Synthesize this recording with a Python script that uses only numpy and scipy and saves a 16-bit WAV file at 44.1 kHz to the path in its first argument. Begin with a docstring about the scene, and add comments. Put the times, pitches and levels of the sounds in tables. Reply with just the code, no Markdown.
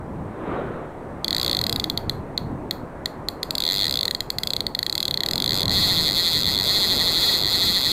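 """A gust roars past over beach surf while wind buffets the microphone.
Then line is tugged off a fishing reel: the clicker's pawl drops over a 14-tooth wheel
and each drop rings the reel, first in short runs and lone ticks, then in a surging buzz
whose colour swings with every turn of the spool. Water and sand scatter the ticks back."""
import sys
import numpy as np
from scipy import signal
from scipy.fft import rfft, irfft, next_fast_len
from scipy.io import wavfile
from scipy.ndimage import uniform_filter1d, minimum_filter1d

SR = 44100
rng = np.random.default_rng(int(sys.argv[2]) if len(sys.argv) > 2 else 0)


def int16_out(signal):
    """Quantize to a 16-bit WAV file."""
    q = np.round(np.clip(np.atleast_2d(signal).T, -1, 1) * 32767)
    wavfile.write(sys.argv[1], SR, q.astype(np.int16))


N = 349272


def gain_of(db):
    """Decibels to amplitude."""
    return 10 ** (np.asarray(db) / 20)


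def unit_rms(x):
    """Scales to rms 1."""
    return x / np.sqrt(np.mean(x ** 2) + 1e-20)


def spectrum_db(points, hz):
    """Interpolates a spectrum on a log-frequency axis."""
    point_hz, point_db = np.transpose(points)
    return np.interp(np.log(hz + 1), np.log(point_hz + 1), point_db)


def envelope_db(points):
    """Interpolates a level at every sample."""
    return np.interp(np.arange(N) / SR, *np.transpose(points))


def add(mix, start, sound):
    """Mixes a sound in from sample index start."""
    part = mix[start:][:len(sound)]
    part += sound[:len(part)]


def noise(spectrum, level_db, patchy_db, brighten=0., size=1024):
    """Coloured noise with drifting patches; follows level_db, optionally brighter as it swells."""
    hop = size // 4
    hz = np.fft.rfftfreq(size, 1 / SR)
    frames = np.minimum(np.arange(N // hop + 2) * hop, N - 1)
    real, imag, patches = rng.standard_normal((3, len(frames), len(hz)))
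    patches = unit_rms(uniform_filter1d(uniform_filter1d(patches, size=14, axis=0), size=9, axis=1))
    treble = np.clip(np.log2((hz + 1) / 700), 0, 2) / (1 + (hz / 5500) ** 4)
    swell_db = (level_db[frames] - np.median(level_db))[:, None]
    gains = gain_of(spectrum_db(spectrum, hz) + patchy_db * patches + brighten * swell_db * treble)
    sound = signal.istft(((real + 1j * imag) * gains).T, nperseg=size, noverlap=size - hop)[1][:N]
    return unit_rms(sound) * gain_of(level_db)


# freq_hz, relative_db
HISS_SPECTRUM = [(100, -3), (5500, -2), (7000, -2), (8300, 1), (9500, -3), (12000, -6.5), (15500, -10)]


def hiss(level_db=-65.5):
    """Faint, steady hiss of the recorder."""
    return noise(HISS_SPECTRUM, np.full(N, level_db), patchy_db=0.5)


# freq_hz, relative_db; the sub-bass is microphone rumble
SURF_AND_RUMBLE_SPECTRUM = [(15, 1), (40, 1), (80, -0.5), (150, -6), (330, 2), (600, -1), (1000, -4.5),
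                            (1500, -14), (2000, -19), (3000, -34.5), (4200, -38), (5500, -58), (9000, -65)]
# time_s, relative_db
SURF_SWELLS = [(0.95, -39.5), (1.5, -36), (2.3, -38.5), (3.3, -38.5), (4.45, -40.5), (4.62, -40),
               (4.82, -42.5), (5.65, -35), (6.35, -38.5), (6.92, -34.5), (7.92, -38.5)]


def surf_and_rumble(gain_db=2.36):
    """Surf roars over a deep microphone rumble, swelling and brightening with each wave."""
    level_db = envelope_db(SURF_SWELLS) + gain_db
    return noise(SURF_AND_RUMBLE_SPECTRUM, level_db, patchy_db=1.03, brighten=0.21)


# freq_hz, relative_db
WIND_SPECTRUM = [(10, -9), (30, -20), (60, -4), (115, 0), (200, -3), (320, -7.5), (600, -31), (1500, -38),
                 (5000, -63)]
# time_s, relative_db
WIND_BUFFETS = [(0.0, -40.5), (0.2, -32), (0.33, -39.0), (0.65, -34.0), (0.92, -43.5), (1.8, -30),
                (2.25, -36.5), (2.52, -31.5), (3.0, -42.5), (4.4, -41.5), (4.62, -40), (4.83, -45.0),
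                (5.68, -31.0), (5.98, -33), (6.22, -39.5), (6.45, -32), (6.75, -40.5), (7.0, -37),
                (7.92, -37)]


def wind_rumble(gain_db=1.0):
    """Wind buffets the microphone: a low, uneven rumble."""
    return noise(WIND_SPECTRUM, envelope_db(WIND_BUFFETS) + gain_db, patchy_db=1.5)


# both: freq_hz, relative_db
ROAR_SPECTRUM = [(60, -22), (170, -1), (270, 2.5), (480, 5.5), (800, -3), (1200, -4), (1700, -11),
                 (2200, -17), (3000, -26.5), (4000, -31), (5000, -57), (8000, -57), (15000, -70)]
SWISH_SPECTRUM = [(800, -20), (1700, 0), (2600, -1), (3800, 0), (4300, -10), (5200, -17), (9000, -30),
                  (16000, -45)]


def gust(peak_s=0.54, top_s=0.064, rise_db_per_s=68, fall_db_per_s=36, roar_db=-28.5, swish_db=-55.5):
    """One gust swells quickly, rounds off and dies more slowly; it swishes only at its height."""
    t = np.arange(N) / SR
    slope = np.where(t < peak_s, rise_db_per_s, fall_db_per_s)
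    below_peak_db = slope * (np.hypot(t - peak_s, top_s) - top_s)
    roar = noise(ROAR_SPECTRUM, roar_db - below_peak_db, patchy_db=1.5)
    swish = noise(SWISH_SPECTRUM, swish_db - 2.7 * below_peak_db, patchy_db=1.5)
    return roar + swish


# centre_hz, width_hz, gain_db
HOUSING_BANDS = [(5160, 110, -2.5), (7400, 90, -3), (10700, 130, -2), (12000, 140, -4), (12630, 130, -1),
                 (12900, 130, 0), (14480, 260, -7), (15350, 130, 4)]


def mic_housing(x):
    """The microphone's housing carves narrow dips and a peak into the treble."""
    size = next_fast_len(N + 2048)
    hz = np.fft.rfftfreq(size, 1 / SR)
    colour_db = sum(db * np.exp(-((hz - centre) / width) ** 2) for centre, width, db in HOUSING_BANDS)
    return irfft(rfft(x, size) * gain_of(colour_db), size)[:N]


# freq_hz, relative_db
SCATTER_SPECTRUM = [(2000, 4.5), (2800, 13), (3500, -1), (4200, 0), (4700, 5), (5500, 5.5), (12000, 9.5)]


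def beach_scatter(x, gain_db=-22.5, t60_s=0.28, delay_s=0.011, lumpy_db=1.0, size=SR // 3):
    """Rippled water and sand scatter each tick back as a faint, bright, lumpy tail."""
    t, hz = np.arange(size) / SR, np.fft.rfftfreq(size, 1 / SR)
    grit, lumps = rng.standard_normal((2, size))
    lumps = unit_rms(uniform_filter1d(lumps, size=70))
    tail = grit * gain_of(lumpy_db * lumps - 60 * t / t60_s) * (t > delay_s)
    colour = gain_of(gain_db + spectrum_db(SCATTER_SPECTRUM, hz))
    tail = irfft(rfft(tail / np.linalg.norm(tail)) * colour)
    return x + signal.oaconvolve(x, tail)[:N]


# peak_s, added_teeth_per_s, rise_s, fall_s
LINE_TUGS = [(1.394, 58.4, 0.144, 0.126), (1.541, 37.1, 0.082, 0.367), (3.748, 97.2, 0.173, 0.07),
             (3.826, 65.3, 0.039, 0.105), (3.966, 46.8, 0.085, 0.2), (4.536, 19.2, 0.113, 0.06),
             (5.004, 17.0, 0.136, 0.116), (5.352, 20.4, 0.157, 0.35), (5.587, 61.7, 0.105, 0.055),
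             (5.742, 139.0, 0.031, 0.054), (5.824, 152.1, 0.039, 0.205), (6.068, 53.0, 0.071, 0.019),
             (6.176, 84.3, 0.036, 0.134), (6.375, 82.1, 0.166, 0.051), (6.494, 86.1, 0.033, 0.073),
             (6.735, 152.1, 0.091, 0.219), (6.924, 63.2, 0.022, 0.034), (7.038, 103.8, 0.047, 0.158),
             (7.289, 210.1, 0.101, 0.092), (7.549, 124.8, 0.076, 0.027), (7.659, 168.7, 0.08, 0.072),
             (7.757, 113.9, 0.029, 0.056), (7.917, 160.9, 0.075, 0.016)]


def spool_speed(t, steady):
    """Teeth per second in one spin: the line's steady pull plus a bell-shaped surge per tug."""
    return steady + sum(added * np.exp(-((t - peak) / np.where(t < peak, rise, fall)) ** 2)
                        for peak, added, rise, fall in LINE_TUGS if t[0] < peak < t[-1])


# start_s, extra_force_db; lone ticks as the spool creeps, and the first drop of the last spin
SINGLE_TICKS = [(1.8994, 0.5), (1.9753, 0), (2.0958, 1.5), (2.3772, 1.6), (2.7098, 1), (3.0585, 0),
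                (3.2858, 0), (3.4308, -0.3), (4.303, 0.5), (5.6557, -1.5)]
# start_s, end_s, steady_teeth_per_s
SPOOL_SPINS = [(1.2451, 1.85, 2.2), (3.5077, 4.22, 2.0), (4.3848, 4.68, 14.8), (4.7495, 5.64, 23.5),
               (5.6806, 7.92, 61.7)]


def pawl_drops():
    """Times and extra forces: single ticks listed apart (mostly lone ticks as the spool creeps), one drop per
    tooth as it spins."""
    drops = list(SINGLE_TICKS)
    for start_s, end_s, steady in SPOOL_SPINS:
        t = np.arange(start_s, end_s, 1 / SR)
        teeth_passed = np.floor(np.cumsum(spool_speed(t, steady)) / SR)
        drops += [(drop_s, 0) for drop_s in t[np.diff(teeth_passed, prepend=-1) > 0]]
    return np.transpose(sorted(map(tuple, drops)))


def pawl_blows(count, size, scrape_hz=7400, rough_share=0.12, rise_s=0.00068, decay_s=0.0018,
               body_hz=3730, lag_hz=920):
    """Spectra of the blows: a clean midrange knock, a gritty scrape of steel in the treble."""
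    t, hz = np.arange(size) / SR, np.fft.rfftfreq(size, 1 / SR)
    fade = np.exp(-t / decay_s) * (1 - np.exp(-t / rise_s))
    scrape = rfft(rng.standard_normal((count, size)) * fade / np.linalg.norm(fade), axis=1)
    # all-pass: the body takes a few cycles to swing, so its range lags the treble
    swing = body_hz ** 2 - hz ** 2 + 2j * lag_hz * hz
    knock = np.conj(swing) / swing
    clean_share = (1 - rough_share) / (1 + (hz / scrape_hz) ** 8)
    return np.sqrt(clean_share) * knock + np.sqrt(1 - clean_share) * scrape


TOOTH_COUNT = 14
# centre_hz, width_hz, relative_db, swing_db, swing_phase_teeth, glide_share
REEL_MODES = [(1337, 253, -22.5, 2.5, 8.5, 0.045), (2011, 174, -14, 4, 4, -0.03),
              (2496, 270, -23, 1.5, 8.5, 0.032), (3419, 145, -5, 2.5, 12.5, 0.0091),
              (3853, 333, -5, 0, -0.1, -0.025), (4256, 286, -0.5, 2, 3, -0.0042),
              (4787, 235, -11, 4.5, 8, 0.00049), (6320, 1500, -33.5, -2.5, -0.5, 0.15),
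              (6780, 1180, -22.5, 2.5, 6.5, 0.049), (7800, 580, -25.5, 1, 11.5, -0.013),
              (9390, 630, -28, -0.5, 7, -0.0051), (10030, 1130, -29, -2.5, 1, 0.058),
              (11550, 830, -27.5, 1.5, 9, -0.011), (12640, 790, -26, -1, -1, 0.0061),
              (13350, 740, -31, -8, 0.5, 0.023), (14000, 640, -21.5, 2, -6.5, -0.0058),
              (15300, 450, -33, -1.5, -1, 0.0038)]


def reel_ring(tooth, creep, size, scatter_db=0.55, detune_share=0.004, steepness=1.65):
    """One ring spectrum per drop; the wheel runs off centre, so the modes swing once a turn."""
    hz = np.fft.rfftfreq(size, 1 / SR)
    # a creeping pawl seats differently each time and rings shorter
    looseness, damping = 1 + 1.67 * creep, 1 + 0.068 * creep
    power = 1e-5  # floor between modes
    for centre_hz, width_hz, db, swing_db, phase_teeth, glide_share in REEL_MODES:
        louder, sharper = rng.standard_normal((2, len(tooth), 1)) * looseness
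        turn = np.cos(2 * np.pi * (tooth[:, None] - phase_teeth) / TOOTH_COUNT)
        pitch_hz = centre_hz * (1 + glide_share * turn + detune_share * sharper)
        offset = (hz - pitch_hz) / (width_hz * damping)
        skirt = (1 + np.log(4) * offset ** 2 / steepness) ** -steepness
        power = power + (gain_of(db + swing_db * turn + scatter_db * louder) * skirt) ** 2
    log_gain = np.log(power) / 2
    mirrored = np.concatenate([log_gain, log_gain[:, -2:0:-1]], axis=1)
    return np.exp(np.conj(signal.hilbert(mirrored, axis=1)))[:, :len(hz)]  # minimum phase


def clicker(gain_db=3.0, swing_db=2, hardest_tooth=1.73, worn_db=0.7, uneven_db=0.1,
            creep_gap_s=0.024, full_drop_db=2.08, late_share=0.007, jitter_s=25e-6, size=1024):
    """Each pawl drop rings the reel; the force swings once a turn, and no two teeth wear alike."""
    times_s, force_db = pawl_drops()
    tooth = np.arange(len(times_s)) % TOOTH_COUNT
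    gap_s = np.minimum(np.gradient(times_s), creep_gap_s)
    creep = gap_s / creep_gap_s
    worn, late = rng.standard_normal((TOOTH_COUNT, 2))[tooth].T
    uneven, jitter = rng.standard_normal((len(times_s), 2)).T
    times_s = times_s + late_share * late * gap_s + jitter_s * jitter
    wobble_db = swing_db * np.cos(2 * np.pi * (tooth - hardest_tooth) / TOOTH_COUNT) + worn_db * worn
    # a creeping pawl drops fully: harder, with less wobble
    drop_db = full_drop_db * creep + wobble_db * (1 - 0.71 * creep)
    gains = gain_of(gain_db + force_db + drop_db + uneven_db * uneven)
    spectra = pawl_blows(len(times_s), size) * reel_ring(tooth, creep[:, None], size)
    lead = size // 16  # room for the blow's soft start
    clicks = np.roll(irfft(spectra, axis=1), lead, axis=1)
    clicks *= signal.windows.tukey(size, 2 * lead / size)
    clicks /= np.linalg.norm(clicks, axis=1, keepdims=True)
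    out = np.zeros(N)
    for start_s, gain, click in zip(times_s, gains, clicks):
        add(out, round(start_s * SR) - lead, gain * click)
    return out


def scene():
    """The reel close by, sea and wind behind it."""
    reel = beach_scatter(clicker())
    return mic_housing(reel + surf_and_rumble() + gust() + wind_rumble() + hiss())[None]


def record(dry, ceiling_db=-6.0, cutoff_hz=15800):
    """A quick limiter evens out the hardest ticks; a low-pass limits the band."""
    allowed_gain = np.minimum(1, gain_of(ceiling_db) / (abs(dry) + 1e-9))
    limited = dry * uniform_filter1d(minimum_filter1d(allowed_gain, size=300), size=200)
    lowpass = signal.firwin(255, cutoff_hz, window=("kaiser", 9), fs=SR)
    return signal.oaconvolve(limited, lowpass[None], "same")


dry = scene()
out = record(dry)
int16_out(out)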